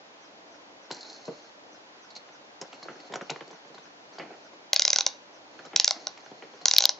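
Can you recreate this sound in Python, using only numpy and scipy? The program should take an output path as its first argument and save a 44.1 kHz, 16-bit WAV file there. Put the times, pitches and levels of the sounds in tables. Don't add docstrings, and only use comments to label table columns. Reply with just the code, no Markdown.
import sys
import numpy as np
from scipy import signal
from scipy.fft import rfft, irfft
from scipy.io import wavfile
from scipy.ndimage import uniform_filter1d

SR = 44100
rng = np.random.default_rng(int(sys.argv[2]) if len(sys.argv) > 2 else 0)


def file_out(sig):
    cols = np.atleast_2d(sig).T
    lim = np.clip(cols, -1, 1)
    pcm = np.round(lim * 32767).astype(np.int16)
    wavfile.write(sys.argv[1], SR, pcm)


def invert_db(level):
    return 10 ** (np.asarray(level, dtype=float) / 20)


N = 308259
T = np.arange(N) / SR

# centre in Hz, width in Hz, level in dB.
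HOUSING = [(328, 200, 0.5), (733, 242, 0.5), (1430, 310, -7.5), (2170, 720, -11.5)]


def band(x, hz, width):
    return signal.lfilter(*signal.iirpeak(hz, hz / width, fs=SR), x)


def unit(x):
    return x / np.sqrt(np.mean(x ** 2))


def peak(x, db):
    return x * invert_db(db) / np.abs(x[0]).max()


def curve(table, hz):
    points_hz, values = np.transpose(table)
    return np.interp(np.log(hz + 1), np.log(points_hz), values)


def walk(rate):
    hold = int(SR / rate)
    levels = np.repeat(rng.standard_normal(N // hold + 1), hold)
    return uniform_filter1d(levels, hold)[:N] * 0.94


def add(out, s, sound):
    i = int(s * SR)
    out[:, i:i + sound.shape[1]] += sound[:, :N - i]


def ring(modes, scatter_db, side_db, boost_db=0, rise_cycles=1.5):
    hz, db, t60 = np.transpose(modes)[:, :, None]
    size, tune, side, sign = rng.standard_normal((4, len(modes), 1))
    t = T[:2600]
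    decay = invert_db(db + boost_db + scatter_db * size - 60 * t / t60)
    rise = 1 - np.exp(-t * hz / rise_cycles)
    wave = np.sign(sign) * decay * rise * np.exp(2j * np.pi * hz * (1 + 0.02 * tune) * t)
    mid = wave.imag.sum(0)
    return np.array([mid, (invert_db(side_db) * (1 + 0.31 * side) * wave.real).sum(0)])


def pawl():
    # start in seconds, level in dB, brightest ring in Hz, plate thump in dB re level.
    snaps = [(4.7307, -1.5, 4840, -24), (4.7614, -1.5, 4850, -30.5), (4.7945, -2.5, 4740, -25),
             (4.8196, -3.5, 4550, -42), (4.8503, -2, 4410, -27), (4.8779, -4, 4500, -25),
             (4.9026, -4, 4460, -27), (4.9299, -2.5, 4840, -26), (4.9593, -3.5, 4540, -25.5),
             (4.9849, -4, 4430, -22.5), (5.007, -5.5, 4420, -23.5), (5.0638, -2, 4350, -22.5),
             (5.7606, 0, 4390, -29.5), (5.7976, 0.5, 4500, -27.5), (5.844, -1, 6270, -41),
             (5.8771, -2, 5130, -24), (5.908, -6, 5300, -20), (6.0688, -12, 3950, -16),
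             (6.6554, 0, 4850, -24.5), (6.6817, -2, 6100, -32), (6.7111, -3, 4970, -31.5),
             (6.7358, -3.5, 4970, -27.5), (6.763, -2.5, 4600, -34), (6.786, -3, 4580, -29),
             (6.8047, -6, 4430, -24.5), (6.8219, -7, 6360, -22.5), (6.8381, -7, 4140, -21),
             (6.8543, -6.5, 4350, -21.5), (6.8914, -4, 4200, -21.5)]
    # frequency in Hz, level in dB, t60 in seconds.
    metal_modes = [(1650, -21.5, .012), (2116, -18.5, .014), (2425, -19, 0.011), (2810, -18.5, .012),
                   (3245, -16, 0.011), (3530, -14.5, 0.011), (3950, -8, .014), (4396, -3.5, 0.005),
                   (4850, 0, 0.004), (5370, -4.5, 0.0073), (5840, -3, 0.0073), (6105, -5.5, 0.0061),
                   (6546, -7.5, 0.0074), (7600, -24.5, 0.0084)]
    # frequency in Hz, level in dB, t60 in seconds.
    plate_modes = [(587, -7, 0.036), (794, -2, 0.026), (1030, -7, 0.028), (1460, -7, 0.028)]
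    # seconds after onset, level in dB.
    contacts = [
        (.0001, -11),
        (.0005, -9.5),
        (.0008, 2),
        (.0016, -7),
        (.0027, -12.5),
        (.0042, -21.5),
    ]
    out = np.zeros((2, N))
    for s, db, bright_hz, thump_db in snaps:
        favour_db = 4.4 * np.exp(-((np.array(metal_modes)[:, :1] - bright_hz) / 450) ** 2)
        metal = np.zeros((2, 3000))
        for lag, contact_db in contacts:
            i = int(lag * (1 + .1 * rng.standard_normal()) * SR)
            strike = ring(metal_modes, 2.6, -11, favour_db, rise_cycles=1.03)
            metal[:, i:i + 2600] += invert_db(contact_db) * strike
        metal /= np.sqrt(np.sum(metal[0] ** 2))
        add(out, s, metal * invert_db(db + 10.5))
        thump = ring(plate_modes, 3.16, -17.5, rise_cycles=0.31)
        add(out, s + 0.00077, thump * invert_db(db + thump_db + 2))
    return out


def burst(t60, crack_db, rise):
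    t = T[:5000]
    grit = rng.standard_normal((2, len(t))) * invert_db(3.5 * rng.standard_normal(len(t))) * [[1], [invert_db(-13.5)]]
    tail = invert_db(-60 * t / max(t60, .01))
    crack = invert_db(crack_db - 60 * t / .012)
    return grit * (tail + crack) * np.minimum(t / rise, 1)


def resonate(x, body):
    total = 0
    for k, (hz, width, db) in enumerate(body):
        total = total + (-1) ** k * invert_db(db) * band(band(x, hz, width), hz, 2 * width)
    return unit(total)


def fingers():
    # start in seconds, peak in dB, thud in dB re peak, plate in dB re peak,
    # brightest plate resonance in Hz, t60 in seconds.
    knocks = [(0.905, -28.5, -9, -9, 966, 0.062), (0.911, -27.5, -21, -8.5, 970, 0.07),
              (1.277, -25.5, -9, -35, 1030, 0.087), (2.161, -37, -20, -8.5, 2070, 0.12),
              (2.288, -43, -17, -7, 930, 0.07), (2.613, -29.5, -11, -12, 950, 0.064),
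              (2.622, -32.5, -14, -11.5, 1020, 0.07), (2.728, -33, -19, -10.5, 2480, 0.084),
              (2.826, -39.5, -17, -6, 1070, 0.057), (2.854, -36.5, -8.5, -11, 1060, 0.061),
              (2.883, -29, -17.5, -7.5, 1450, 0.16), (2.955, -38.5, -12.5, -14, 1550, 0.07),
              (2.999, -43, -15, -8, 1980, 0.07), (3.097, -40.5, -5, -15, 982, 0.077),
              (3.121, -31, -11.5, -12, 930, 0.092), (3.137, -24.5, -19.5, -8, 915, 0.075),
              (3.156, -23.5, -16.5, -9, 1430, 0.061), (3.21, -24.5, -16.5, -10.5, 1430, 0.075),
              (3.296, -20.5, -19, -8.5, 2690, 0.065), (3.309, -24, -14.5, -9, 920, 0.055),
              (3.36, -25, -19, -12, 1130, 0.034), (3.407, -28.5, -17, -10, 1050, 0.048),
              (3.42, -41, -14, -10, 985, 0.075), (3.474, -39.5, -11, -12, 945, 0.057),
              (3.504, -37, -13, -14, 1070, 0.084), (3.529, -38, -15, -12.5, 1040, 0.082),
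              (3.649, -44.5, -10, -11, 1130, 0.056), (3.697, -44, -6.5, -15, 912, 0.092),
              (3.743, -38.5, -15, -10, 1030, 0.14), (3.779, -37, -19, -9.5, 960, 0.058),
              (3.854, -44.5, -14, -8, 1800, 0.07), (4.183, -29.5, -17.5, -10.5, 1020, 0.12),
              (4.196, -27.5, -16, -7, 1970, 0.17), (4.532, -39.5, -20, -10.5, 1030, 0.07),
              (5.552, -41, -15, -12, 1010, 0.07), (5.59, -37, -12, -7.5, 1500, 0.097),
              (5.65, -37, -13, -8.5, 1320, 0.1), (5.732, -40, -3.5, 2.5, 1870, 0.16),
              (6.174, -41.5, -15, -6.5, 1990, 0.076), (6.261, -43, -11.5, -5, 902, 0.07),
              (6.313, -34, -10, -14.5, 958, 0.07), (6.423, -35, -11.5, -7, 1890, 0.1),
              (6.535, -42, -11, -8, 1020, 0.081), (6.612, -40, -9.5, -7, 1020, 0.062)]
    # start in seconds, peak in dB, ring in Hz, broad crack in dB, t60 in seconds.
    metal_ticks = [(0.9108, -24.5, 4130, -13, 0.077), (1.0074, -34, 4270, -13, 0.064),
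                   (1.0286, -33.5, 4110, -12, 0.062), (1.047, -37, 4040, -14, 0.07),
                   (1.0979, -36, 4240, -12, 0.07), (1.1283, -37.5, 4340, -13, 0.07),
                   (2.1031, -42, 4220, -15, 0.076), (2.1515, -35, 4270, -12, 0.07),
                   (2.162, -31.5, 4320, -14, 0.053), (2.828, -32.5, 4280, -17, 0.063),
                   (3.0001, -42.5, 4390, -14, 0.062), (3.7454, -42, 4130, -12, 0.07),
                   (3.7813, -43.5, 3710, -11, 0.07), (4.1849, -37, 4560, -13, 0.064),
                   (6.6134, -42, 4180, -13, 0.07), (0.9204, -30, 4240, -3, 0.056),
                   (0.9444, -37, 5800, -6, 0.037), (0.9654, -36, 4120, -3, 0.04),
                   (1.253, -37.5, 4130, -7, 0.04), (2.6132, -28, 5200, -5, 0.033),
                   (2.6224, -43, 4990, -3, 0.04), (2.7292, -43, 3950, -3, 0.04),
                   (2.7414, -46, 5860, -3, 0.044), (3.1223, -40, 3610, -3, 0.04),
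                   (3.1385, -33, 5470, -3, 0.046), (3.1557, -29, 6100, -4, 0.037),
                   (3.2141, -40.5, 6000, -3, 0.04), (3.3008, -44, 4240, -3, 0.04),
                   (3.3005, -20, 3900, -1.5, 0.04), (3.477, -43.5, 4590, -5, 0.037),
                   (3.5094, -43, 4480, -5, 0.04), (3.6775, -52, 4540, -3, 0.054),
                   (4.5356, -51, 3890, -5, 0.04), (5.651, -39, 5970, -3, 0.036),
                   (5.661, -41, 3890, -4, 0.031), (6.175, -44, 5130, -3, 0.035)]
    # centre in Hz, width in Hz, level in dB.
    thud_body = [(155, 56, -4), (278, 132, -2.5), (471, 254, 0.5)]
    out = np.zeros((2, N))
    for s, db, thud_db, plate_db, hz, t60 in knocks:
        thud = resonate(burst(1.32 * t60, -11.5, 0.0027), thud_body)
        add(out, s, peak(thud, db + thud_db + 8))
        plate_body = list(HOUSING[1:]) + [(hz, 0.35 * hz, -1), (3000, 900, -12)]
        plate = resonate(burst(t60, 4.9, 0.00068), plate_body)
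        add(out, s, peak(plate, db + plate_db + 8))
    for s, db, hz, broad_db, t60 in metal_ticks:
        tick_body = [(hz, 420, 0), (5700, 3600, broad_db - 5.5)]
        add(out, s, peak(resonate(burst(t60, broad_db + 7.5, .0015), tick_body), db))
    return out


def rubbing():
    # time in seconds, plate level in dB, metal level in dB, room noise included.
    rubs = [
        [(0.9, -51, -56), (0.968, -50.5, -54.5), (1.078, -51.5, -52.5), (1.162, -53.5, -53), (1.444, -54, -62),
         (1.6, -65, -66.5)],
        [(2.6, -63, -65), (2.738, -52.5, -62), (3.058, -52.5, -61), (3.174, -48.5, -65), (3.348, -61, -60),
         (3.52, -53, -64), (3.95, -56, -65)],
        [(4.12, -53, -62), (4.324, -49, -64), (4.45, -63, -63)],
        [(5.5, -54.5, -63), (5.668, -53, -62), (5.75, -53.5, -65)],
        [(5.95, -47.5, -54.5), (6.096, -53, -62), (6.306, -54.5, -62), (6.538, -53.5, -62.5),
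         (6.64, -53.5, -60)],
    ]
    quiet_db = -54.5, -65.5
    # centre in Hz, width in Hz, level in dB.
    gear_body = [(4270, 420, 5), (5360, 770, -5.5), (6440, 860, -5)]
    out = 0
    for column, body in enumerate((HOUSING, gear_body)):
        gain = np.zeros(N)
        for rows in rubs:
            rows = np.array(rows)
            total_db = np.interp(T, rows[:, 0], rows[:, column + 1], -99, -99)
            power = invert_db(2 * total_db) - invert_db(2 * quiet_db[column])
            gain += np.sqrt(np.maximum(power, 0))
        grains = rng.standard_normal((2, N)) * invert_db(3.1 * walk(70)) * [[1], [invert_db(-14.5)]]
        out = out + uniform_filter1d(gain, 400) * resonate(grains, body) * invert_db(-2.0)
    return out


def walls(x):
    # centre in Hz, width in Hz, level in dB, t60 in seconds.
    tail_bands = [(900, 1700, -22, .3), (2600, 2000, -22.5, 0.18), (4500, 9000, -28, 0.15),
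                  (6640, 2400, -24, 0.11)]
    wall_s, wall_db = .0094, -19.5
    t = T[:SR // 2]
    tail = 0
    for hz, width, db, t60 in tail_bands:
        hiss = unit(band(rng.standard_normal((2, len(t))), hz, width))
        tail = tail + invert_db(db - 60 * t / t60) * hiss
    swell = np.clip((t - wall_s) / 0.0024, 0, 1)
    tail = tail * swell * invert_db(-25) * [[1], [invert_db(-5.5)]]
    echo_gain = (t > wall_s) * invert_db(wall_db - 10 - 60 * np.abs(t - wall_s) / 0.0076)
    echo = band(echo_gain * rng.standard_normal((2, len(t))), 6200, 4400) * [[1], [.4]]
    return signal.fftconvolve(x[:1], tail + echo, axes=1)[:, :N]


def servo():
    # centre in Hz, width in Hz, level in dB, delay in seconds, length in seconds.
    whirrs = [(6000, 450, -61.5, 0.0, 0.041), (5300, 930, -63, 0.023, .05), (1450, 400, -60, 0.015, 0.044)]
    start_s, period_s = 0.209, .301
    out = 0
    for hz, width, db, delay, length in whirrs:
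        since = (T - start_s - delay) % period_s
        gate = np.sin(np.pi * np.minimum(since / length, 1))
        whirr = unit(band(band(rng.standard_normal((2, N)), hz, width), hz, width))
        out = out + invert_db(db + 1.2 * walk(2.92)) * gate * whirr
    return out * [[1], [invert_db(-10.5)]]


def room_noise():
    # frequency in Hz, density in dB per Hz.
    mid_points = [(18, -72.5), (30, -38), (198, -9.5), (238, -7), (267, -8), (300, 0.5), (353, -7),
                  (590, -2), (1050, -7), (1130, -10.5), (4260, -19.5), (6330, -20.5), (7800, -33),
                  (10100, -66), (17200, -120)]
    # frequency in Hz, side minus mid in dB.
    side_points = [(60, -16), (110, -14), (200, -15), (380, -5.5), (700, -4.5), (1290, 3.5), (2380, 4.5),
                   (4400, 5.5), (8120, -3), (15000, 0)]
    hz = np.arange(N // 2 + 1) * SR / N
    mid_db = curve(mid_points, hz)
    colour = invert_db([mid_db, mid_db + curve(side_points, hz)])
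    noise = irfft(rfft(rng.standard_normal((2, N))) * colour, N)
    low = signal.sosfilt(signal.butter(2, 1200, fs=SR, output="sos"), noise)
    noise = noise + low * (invert_db(1.4 * walk(7.5)) - 1)
    return noise * invert_db(-54) / np.std(noise[0])


def scene():
    no_bass = signal.butter(3, 130, "high", fs=SR, output="sos")
    reel = signal.sosfilt(no_bass, pawl() + fingers() + rubbing())
    mid, side = reel + walls(reel) + room_noise() + servo()
    return np.array([mid + side, mid - side])


def converter_slips():
    # start in seconds, peak in dB above 9 kHz, left minus right in dB, blur in samples.
    slips = [row + (.4,) for row in [(4.7326, -31, -10), (4.7411, -30, -6.5)]] + [(4.7616, -38.5, -2, 1.6),
             (4.794, -52, 3, 1.6), (4.8184, -55, 2.0, 1.6), (4.8234, -45, -5, 1.6), (4.876, -61, 0.5, 1.7),
             (4.8813, -53, -0.5, 1.6), (4.9056, -64, -4, 1.6), (4.9048, -50, -4.5, 1.6),
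             (4.9337, -63, 8, 1.6), (4.96, -46.5, -7, 1.6), (4.9841, -72, 0, 1.6), (5.7593, -40, 26.0, 1.6),
             (5.8067, -63, 4.5, 1.8), (5.844, -37, -7, 1.6), (5.874, -67, -7, 1.6), (5.9084, -35.5, -13, 2),
             (6.6553, -27, 13.5, 1.1), (6.6814, -59, 0, 1.6), (6.7111, -53, 7, 1.6),
             (6.7331, -54, 10.0, 1.9), (6.762, -53, 10.0, 2.4), (6.7824, -43, 14, 3.1),
             (6.8049, -77, 11, 1.6), (6.8379, -52, 12.0, 1.6), (6.8535, -49.5, 5.0, 3.1)]
    out = np.zeros((2, N))
    k = np.arange(-8, 9)
    for s, db, pan_db, blur in slips:
        lift = np.exp((2 * np.pi * 9500 / SR * blur) ** 2 / 2) / blur
        pulse = lift * np.exp(-(k / blur) ** 2 / 2)
        left_right_db = np.clip([pan_db, -pan_db], -20, 6) / 2
        i = int((s + 0.0013) * SR)
        out[:, i + k] = np.outer(invert_db(db + 9.5 + left_right_db), pulse)
    return signal.sosfilt(signal.butter(6, [4000, 15800], "band", fs=SR, output="sos"), out)


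def top_cut(x):
    return signal.sosfilt(signal.butter(12, 16810, fs=SR, output="sos"), x)


def record(dry):
    rounded = np.tanh(.8 * dry) / .8
    out = signal.sosfilt(signal.ellip(10, .3, 75, 7590, fs=SR, output="sos"), rounded)
    return top_cut(out + converter_slips())


dry = scene()
out = record(dry)
file_out(out)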